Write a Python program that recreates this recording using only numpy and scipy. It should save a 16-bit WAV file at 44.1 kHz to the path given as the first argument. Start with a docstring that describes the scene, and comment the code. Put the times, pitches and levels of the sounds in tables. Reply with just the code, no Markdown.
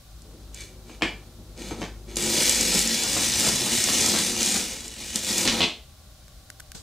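"""A low hum, rumble and hiss fill a small room. With snaps and scrapes, a battery with a magnet on each
end is fed by hand into a bare copper coil on a wooden table. It shoots along, its impacts on the turns
exciting the modes of wire, coil and table; it slows at the crossing, drops out and clacks to rest.
The hum fades midway. At the end a camera is handled: its housing clicks and its zoom whirrs."""
import sys
import numpy as np
from scipy import signal
from scipy.fft import rfft, irfft, next_fast_len
from scipy.io import wavfile
from scipy.ndimage import uniform_filter1d, map_coordinates

SR = 44100
rng = np.random.default_rng(int(sys.argv[2]) if len(sys.argv) > 2 else 0)


def persist_wave(psi):
    """Save psi, clipped to +-1, as 16-bit WAV."""
    counts = np.round(np.clip(psi, -1, 1) * 32767).astype(np.int16)
    wavfile.write(sys.argv[1], SR, np.atleast_2d(counts).T)


N = 300894
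TIME = np.arange(N) / SR
LAUNCH_S, EXIT_S, REST_S = 2.17, 5.455, 5.6

# Vigour of the run. Each row: time in seconds, wire level in dB, table level in dB.
RUN_LEVELS = [(2.2, -29, -33), (2.42, -23, -29), (2.46, -22.5, -35), (2.7, -25.5, -31.5),
              (2.75, -24.5, -30.5), (2.83, -25, -40), (2.84, -26, -32.5), (3.02, -29.5, -38.5),
              (3.24, -24, -33.5), (3.31, -29, -40), (3.49, -24, -30.5), (3.51, -27.5, -35.5),
              (3.72, -25.5, -31), (3.76, -24.5, -36.5), (4.14, -23.5, -30), (4.27, -25.5, -37),
              (4.33, -30, -31), (4.48, -24.5, -36.5), (4.56, -25, -33), (4.68, -36, -44.5),
              (4.83, -44, -48.5), (5.15, -37, -45), (5.16, -28.5, -34.5), (5.2, -34.5, -44.5),
              (5.4, -23.5, -30), (5.46, -27, -34)]
# Spectrum of rasping wire. Each row: frequency in Hz, gain in dB.
WIRE_SPECTRUM = [(300, -22), (1200, -26), (2500, -7.5), (4000, -4.5), (5200, 0), (6300, 0), (7300, -0.5),
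                 (8800, -3.5), (10000, -8), (12000, -16), (15000, -14.5), (16500, -52)]
# Normal modes of the coil. Each row: frequency in Hz, bandwidth in Hz, gain in dB.
COIL_RESONANCES = [(1946, 112, 3), (2334, 280, 4.5), (2538, 85, 5), (2916, 127, 7.5), (3497, 390, 6),
                   (4045, 360, 4), (4514, 85, 1)]


def from_db(db):
    """Amplitude ratio of a level in decibels."""
    return 10 ** (np.asarray(db) / 20)


def rms_one(x):
    """Normalisation to unit mean power."""
    return x / np.sqrt(np.mean(x ** 2) + 1e-20)


def even(x, window_s=0.14):
    """Normalisation by running power, which keeps the fast grain."""
    power = np.abs(uniform_filter1d(x * x, size=int(window_s * SR)))
    return x / np.sqrt(power + 1e-3 * np.mean(x * x))


def drift(per_s):
    """Slow random modulation of unit power."""
    knots = rng.standard_normal(4096)
    return rms_one(map_coordinates(knots, [TIME * per_s], order=1, mode="wrap"))


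def stroke(s, length, attack=0.05, release=0.034):
    """Envelope of a rub: rise until s, hold, exponential decay; all in seconds."""
    rise = np.clip(1 + (TIME - s) / attack, 0, 1) ** 2
    return rise * np.exp(-np.maximum(TIME - s - length, 0) / release)


def colour(x, points):
    """Minimum-phase filtering through (Hz, dB) points, by folding the cepstrum."""
    size = 2 * next_fast_len(len(x) // 2 + 4096)
    hz, db = np.transpose(points)
    grid = np.maximum(np.arange(size // 2 + 1) * SR / size, 1)
    cepstrum = irfft(np.log(from_db(np.interp(np.log(grid), np.log(hz), db))))
    cepstrum[1:size // 2] *= 2
    cepstrum[size // 2 + 1:] = 0
    return irfft(rfft(x, size) * np.exp(rfft(cepstrum)))[:len(x)]


def resonate(x, modes):
    """Superposition of damped resonators, each given as (Hz, bandwidth in Hz, dB)."""
    out = 0
    for hz, width, db in modes:
        r = np.exp(-np.pi * width / SR)
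        poles = [1, -2 * r * np.cos(2 * np.pi * hz / SR), r * r]
        out += from_db(db) * (1 - r * r) / 2 * signal.lfilter([1, 0, -1], poles, x + 1e-18)
    return out


def burst(t60):
    """Dense modes decaying together act as damped noise, here of unit energy."""
    t = TIME[:SR // 2]
    ring = rng.standard_normal(len(t)) * from_db(-60 * t / t60)
    return ring / np.linalg.norm(ring)


def travelling(x, t60, size=16384):
    """A moving source meets a changing impulse response: each overlapping stretch gets its own."""
    out, window = np.zeros(N + 4 * size + SR), signal.windows.cosine(size)
    x = np.pad(x, size)
    for start in range(0, N + size, size // 2):
        rung = signal.fftconvolve(x[start:start + size] * window, burst(t60))
        out[start:start + len(rung)] += rung
    return out[size:size + N]


def add(track, s, db, sound):
    """Superpose a sound at s seconds with its loudest 3 ms at the given level."""
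    top = np.sqrt(uniform_filter1d(sound ** 2, size=132).max())
    start = int(s * SR)
    track[start:start + len(sound)] += (from_db(db) * sound / top)[:N - start]


def rumble():
    """Room rumble is noise with its power in the bass."""
    # Each row: frequency in Hz, gain in dB.
    spectrum = [(15, -16), (35, -5.5), (55, 5.5), (75, -2.5), (110, -7), (200, -16.5), (350, -25.5),
                (1000, -56.5)]
    return from_db(-49) * rms_one(colour(rng.standard_normal(N), spectrum))


def hum(hz=51.4):
    """A harmonic series wavers by slow frequency and amplitude modulation, and fades midway."""
    # Course of the hum. Each row: time in seconds, level in dB.
    course = [(0, -47.5), (2.2, -40), (3.1, -42), (3.4, -62)]
    # Each row: harmonic number, relative level in dB.
    partials = [(1, -3), (2, -12), (3, -15)]
    phase = 2 * np.pi * np.cumsum(hz * (1 + 0.0096 * drift(5.8))) / SR
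    tone = sum(np.sqrt(2) * from_db(db + 2.1 * drift(8.6)) * np.sin(k * phase) for k, db in partials)
    return from_db(np.interp(TIME, *np.transpose(course))) * tone


def hiss():
    """Air and microphone give stationary broadband noise."""
    # Each row: frequency in Hz, gain in dB.
    spectrum = [(150, -45), (250, -4.5), (434, -10.5), (614, 1.5), (692, -6.5), (768, 0.5), (913, -14),
                (1140, -3), (1270, -13), (1380, -6), (1760, -12.5), (2660, -13), (3890, -7), (10100, -13.5),
                (15500, -17.5)]
    return from_db(-56) * rms_one(colour(rng.standard_normal(N), spectrum))


def snaps(wire, catches_per_s=8, catch_db=9.5, spread_db=3):
    """Brief contact gives a bright spectrum: a magnet snaps on the wire, with lesser random catches."""
    # Each row: start in seconds, relative level in dB.
    main_snaps = [(0.220, -39), (0.545, -26), (0.607, -29), (2.158, -19), (2.1688, -10.5), (2.495, -4),
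                  (2.61, -7.5), (2.791, -8.5), (2.875, -10), (3.036, -14), (3.84, -8), (4.008, -12),
                  (4.43, -9), (4.880, -23), (5.158, -8.5), (5.381, -9.5)]
    # Each row: frequency in Hz, gain in dB.
    spectrum = [(500, -27), (2000, -24), (4500, -2), (7000, 9.5), (9000, 2.5), (12000, -6), (16000, -52.5)]
    out = np.zeros(N)
    when, strength = rng.random((int(catches_per_s * (EXIT_S - LAUNCH_S)), 2)).T
    times = LAUNCH_S + when * (EXIT_S - LAUNCH_S)
    levels = 20 * np.log10(np.interp(times, TIME, wire)) + catch_db + spread_db * (2 * strength - 1)
    for s, db in [*main_snaps, *zip(times, levels)]:
        add(out, s, db - 7, colour(burst(t60=0.013), spectrum))
    return out


def tabletop(force, near):
    """The driving point (0 far side, 1 near side) sets how strongly each mode of the table responds."""
    # Each row: frequency in Hz, bandwidth in Hz, gain in dB struck far, gain in dB struck near.
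    modes = [(79, 26, -19, -2.5), (137, 26, -11, -5), (184, 32, -3, -6.5), (230.3, 23.6, 4, 1.5),
             (302, 46, -2, -6.5), (356, 36.4, 1.5, -7), (436, 23, -2.5, -13), (506, 46, -3, -9),
             (627, 144, -13.5, -15.5), (770, 93, -10.5, -11.5), (987, 103, -17, -14), (1301, 73, -16, -17)]
    near = np.clip(near, 0, 1)
    return sum((-1) ** k * from_db(far_db + near * (near_db - far_db)) * resonate(force, [(hz, width, 0)])
               for k, (hz, width, far_db, near_db) in enumerate(modes))


def table_thud():
    """Impulse response of the table: ringing modes over a dead thump."""
    # Each row: frequency in Hz, gain in dB.
    thump_spectrum = [(60, -13.5), (220, -2), (400, -3), (600, -2), (950, 1), (1200, -9), (3000, -39.5)]
    blow = signal.unit_impulse(SR // 2)
    return tabletop(blow, near=0.21) + from_db(-7) * colour(blow, thump_spectrum)


def hand_bumps(cutoff_hz=420):
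    """Soft flesh damps the treble of a blow on the table, acting as a low-pass filter."""
    # Each row: start in seconds, level in dB.
    bumps = [(0.335, -43), (1.39, -41), (1.61, -39), (1.712, -28.5)]
    out = np.zeros(N)
    soft_thud = signal.sosfilt(signal.butter(2, cutoff_hz, fs=SR, output="sos"), table_thud())
    for s, db in bumps:
        add(out, s, db, soft_thud)
    return out


def rasp(per_s, spread_db, ring_t60, rub_db):
    """Shot noise: random contacts excite wire modes over steady friction. Returns clicks and ringing."""
    touched = rng.random(N) < per_s / SR
    strength = from_db(spread_db * np.clip(rng.standard_normal(N), -2, 2))
    clicks = touched * strength * rng.choice([-1, 1], N)
    decay = np.exp(-np.log(1e6) / (ring_t60 * SR))
    energy = signal.lfilter([1], [1, -decay], clicks ** 2 + 1e-12)
    share = energy / uniform_filter1d(energy, size=SR // 12)
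    return clicks, np.sqrt(np.abs(share) + from_db(rub_db) ** 2) * rng.standard_normal(N)


def coil_mouth():
    """Friction sustains a narrow resonance of the free turns at the mouth of the coil."""
    # Each row: frequency in Hz, bandwidth in Hz, gain in dB.
    modes = [(2306, 11, 0)]
    return even(resonate(rng.standard_normal(N), modes))


def feeding(hand_from_s=0.24, hand_db=-54.5):
    """Frictional excitation: the slowly pushed magnet catches on single turns; the hand rubs the wood."""
    # Each row: start in seconds, length in seconds, wire level in dB, table level in dB.
    pushes = [(0.56, 0.004, -52, -71), (0.603, 0.034, -51, -58), (0.883, 0.064, -60.5, -52),
              (1.594, 0.12, -49, -39), (1.795, 0.027, -54.5, -32.5), (2.095, 0.077, -54.5, -42.5)]
    wire, table = sum(np.outer(from_db(levels), stroke(s, length)) for s, length, *levels in pushes)
    _, rings = rasp(per_s=98, spread_db=12.5, ring_t60=0.0077, rub_db=7.0)
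    ticks = from_db(0.5) * even(colour(rings, WIRE_SPECTRUM))
    coil = from_db(3.5) * even(resonate(rings, COIL_RESONANCES))
    zing = from_db(-4) * even(resonate(rings, [(6290, 53, 26), (6740, 190, -30)]))  # single turns
    wood = even(tabletop(rng.standard_normal(N), near=0))
    hand = from_db(hand_db) * stroke(hand_from_s, LAUNCH_S - hand_from_s, attack=0.15)
    sing = from_db(-3) * coil_mouth()
    return wire * (ticks + coil + zing + sing) + wood * (from_db(-4) * table + hand)


def knocks(rebound_s=0.0105, rebounds=3):
    """Impact and rebound: the battery's ends strike in turn, each with a clack, thud and metal crack."""
    # Each row: start in seconds, clack level in dB, clack centre in Hz, thud level in dB,
    # crack level in dB, the clack's loss per rebound in dB.
    impacts = [(0.896, -46, 2350, -40, -54, 14), (1.011, -41, 2400, -35, -53, 14),
               (1.0211, -17, 2400, -17.5, -23, 7.5), (1.71, -43, 2000, -31.5, -39, 4),
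               (1.817, -34, 2140, -28, -33.5, 3), (3.04, -39, 1400, -30, -38, 5),
               (3.166, -31, 1710, -26.5, -44, 6), (3.43, -36.5, 1700, -31, -43, 7),
               (3.465, -34.5, 1510, -28, -30, 7), (3.67, -40, 1820, -32, -41, 0),
               (3.887, -31, 1650, -25.5, -20, 9), (4.14, -35, 1800, -25, -29, -0.5),
               (4.554, -33, 1710, -34, -38.5, 6), (5.4761, -17, 4170, -28, -14, 6),
               (5.606, -15, 3230, -20, -24, 1)]
    # Each row: frequency in Hz, gain in dB.
    crack_spectrum = [(500, 5), (1500, 9.5), (4000, 13), (7000, 8), (9000, -2), (12000, -20), (16000, -37)]
    out, thud = np.zeros(N), table_thud()
    for s, clack_db, hz, thud_db, crack_db, loss_db in impacts:
        band = signal.butter(3, [hz * 0.69, min(hz * 1.27, SR / 3)], "band", fs=SR, output="sos")
        gaps = rebound_s * rng.uniform(0.8, 1.2, rebounds)
        for k, at in enumerate(s + np.cumsum([0, *gaps])):
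            strike = burst(t60=0.06) + from_db(-2) * burst(t60=0.012)  # ring and hard onset
            add(out, at, clack_db - k * loss_db, signal.sosfilt(band, strike))
            add(out, at, thud_db - k * (loss_db + 2.5), thud)
            add(out, at, crack_db - k * (loss_db - 1), colour(burst(t60=0.023), crack_spectrum))
    return out


def vigour(uneven_db=1.12):
    """Envelopes of wire and table from launch to exit, modulated by the uneven spacing of the turns."""
    times, *levels = np.transpose(RUN_LEVELS)
    inside = stroke(LAUNCH_S, EXIT_S - LAUNCH_S, attack=0.01, release=0.0043)
    flutter_db = uneven_db * drift(per_s=14)
    return [inside * from_db(np.interp(TIME, times, db) + flutter_db) for db in levels]


def running(wire, table, skid_loss_db_per_s=19.5, mouth_loss_db_per_s=12.5):
    """Forced vibration of wire, coil and table: contacts grow louder and denser with speed, then skid."""
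    # The battery's path. Each row: time in seconds, position from 0 (far side) to 1 (near side).
    path = [(2.2, 0.15), (2.9, 0.19), (3.2, 0.87), (3.55, 0.85), (4.15, 0.5), (5.6, 0.48)]
    near = np.interp(TIME, *np.transpose(path))
    skid = stroke(EXIT_S, REST_S - EXIT_S, attack=0.0091)
    skid *= from_db(-skid_loss_db_per_s * np.maximum(TIME - EXIT_S, 0))
    scrape = from_db(-28.5) * skid
    mean_wire = from_db(np.mean(RUN_LEVELS, axis=0)[1])
    body = from_db(-35.5) * (wire / mean_wire) ** 0.73  # the coil's level swings less than the wire's
    speed = np.clip(np.sqrt((wire + scrape) / wire.max()), 0.15, 1)
    clicks, rings = rasp(per_s=750 * speed, spread_db=2.5, ring_t60=0.017, rub_db=0)
    # The turns around the battery ring at pitches that change from place to place.
    turns = rings + from_db(-9.5) * travelling(rings, t60=0.033, size=8192)
    ticks = from_db(-0.5) * (wire + from_db(-8) * scrape) * even(colour(turns, WIRE_SPECTRUM))
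    coil = (body + from_db(-0.5) * scrape) * even(resonate(rings, COIL_RESONANCES))
    wood = (from_db(0.5) * table + from_db(-28) * skid) * even(tabletop(clicks, near))
    mouth_db = -15 - mouth_loss_db_per_s * np.maximum(TIME - LAUNCH_S, 0)  # the battery draws away
    sing = wire * from_db(mouth_db) * coil_mouth()
    return ticks + coil + wood + sing


def camera(zoom_s=6.75, zoom_db=-40.5):
    """Structure-borne sound: dry clicks pass through the housing, then the zoom whirrs and settles."""
    # Each row: start in seconds, relative level in dB.
    clicks = [(6.2812, -35), (6.5018, -22), (6.5992, -27), (6.603, -24), (6.718, -24.5), (6.752, -30)]
    # Each row of both spectra: frequency in Hz, gain in dB.
    click_spectrum = [(200, -2), (800, -12), (1500, 8), (3000, -5.5), (6000, 0.5), (10000, -3),
                      (16000, -14)]
    whirr_spectrum = [(100, 14.5), (700, 0), (2500, -6), (4000, 2.5), (8500, 2), (11000, -14), (16000, -17)]
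    whirr = rms_one(colour(rng.standard_normal(N), whirr_spectrum))
    out = from_db(zoom_db) * stroke(zoom_s, 0, attack=0.008, release=0.051) * whirr
    for s, db in clicks:
        add(out, s, db - 11.5, colour(burst(t60=0.0099), click_spectrum))
    return out


def room(dry, wet_db, t60=0.32):
    """Direct sound plus a diffuse field that differs between the microphones. Returns mid and side."""
    late, wet = np.roll(dry, shift=SR // 300), from_db(wet_db)
    mid = dry + wet * travelling(late, t60)
    side = signal.oaconvolve(dry, burst(t60=0.012))[:N] + wet * travelling(late, t60)
    return np.array([mid, side]) / np.sqrt(1 + wet * wet)


def scene():
    """Superposition at two close microphones, where the battery's sound is coherent in the bass."""
    # Stereo width of the room's sound, and of hiss and camera.
    # Each row: frequency in Hz, side against mid in dB.
    room_width = [(60, -52), (400, -23), (1200, -47), (2800, -16), (5600, -9), (12000, -8)]
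    hiss_width = [(250, -1), (700, -7.5), (1400, -22.5), (2500, -1.5), (6000, -2.5), (12000, -5.5)]
    # Channel balance. Each row: frequency in Hz, left over right in dB.
    balance = [(50, 2.3), (250, 1.6), (500, 1.2), (1000, 0.4), (5000, -0.1), (15000, 0.1)]
    wire, table = vigour()
    sliding = room(feeding() + running(wire, table), wet_db=-5.5)
    snapping = room(snaps(wire), wet_db=-11.0)
    knocking = from_db(2) * room(hand_bumps() + knocks(), wet_db=0.5)
    mid, side = sliding + snapping + knocking
    mid = mid + rumble() + hum() + hiss() + camera()
    side = colour(side, room_width) + colour(hiss() + camera(), hiss_width)
    return np.array([colour(mid + sign * side, [(hz, sign * db / 2) for hz, db in balance])
                     for sign in (1, -1)])


def record(dry, cutoff_hz=15600):
    """Band limiting: an elliptic low-pass filter cuts the top steeply."""
    return signal.sosfilt(signal.ellip(10, 0.1, 80, cutoff_hz, fs=SR, output="sos"), dry)


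dry = scene()
out = record(dry)
persist_wave(out)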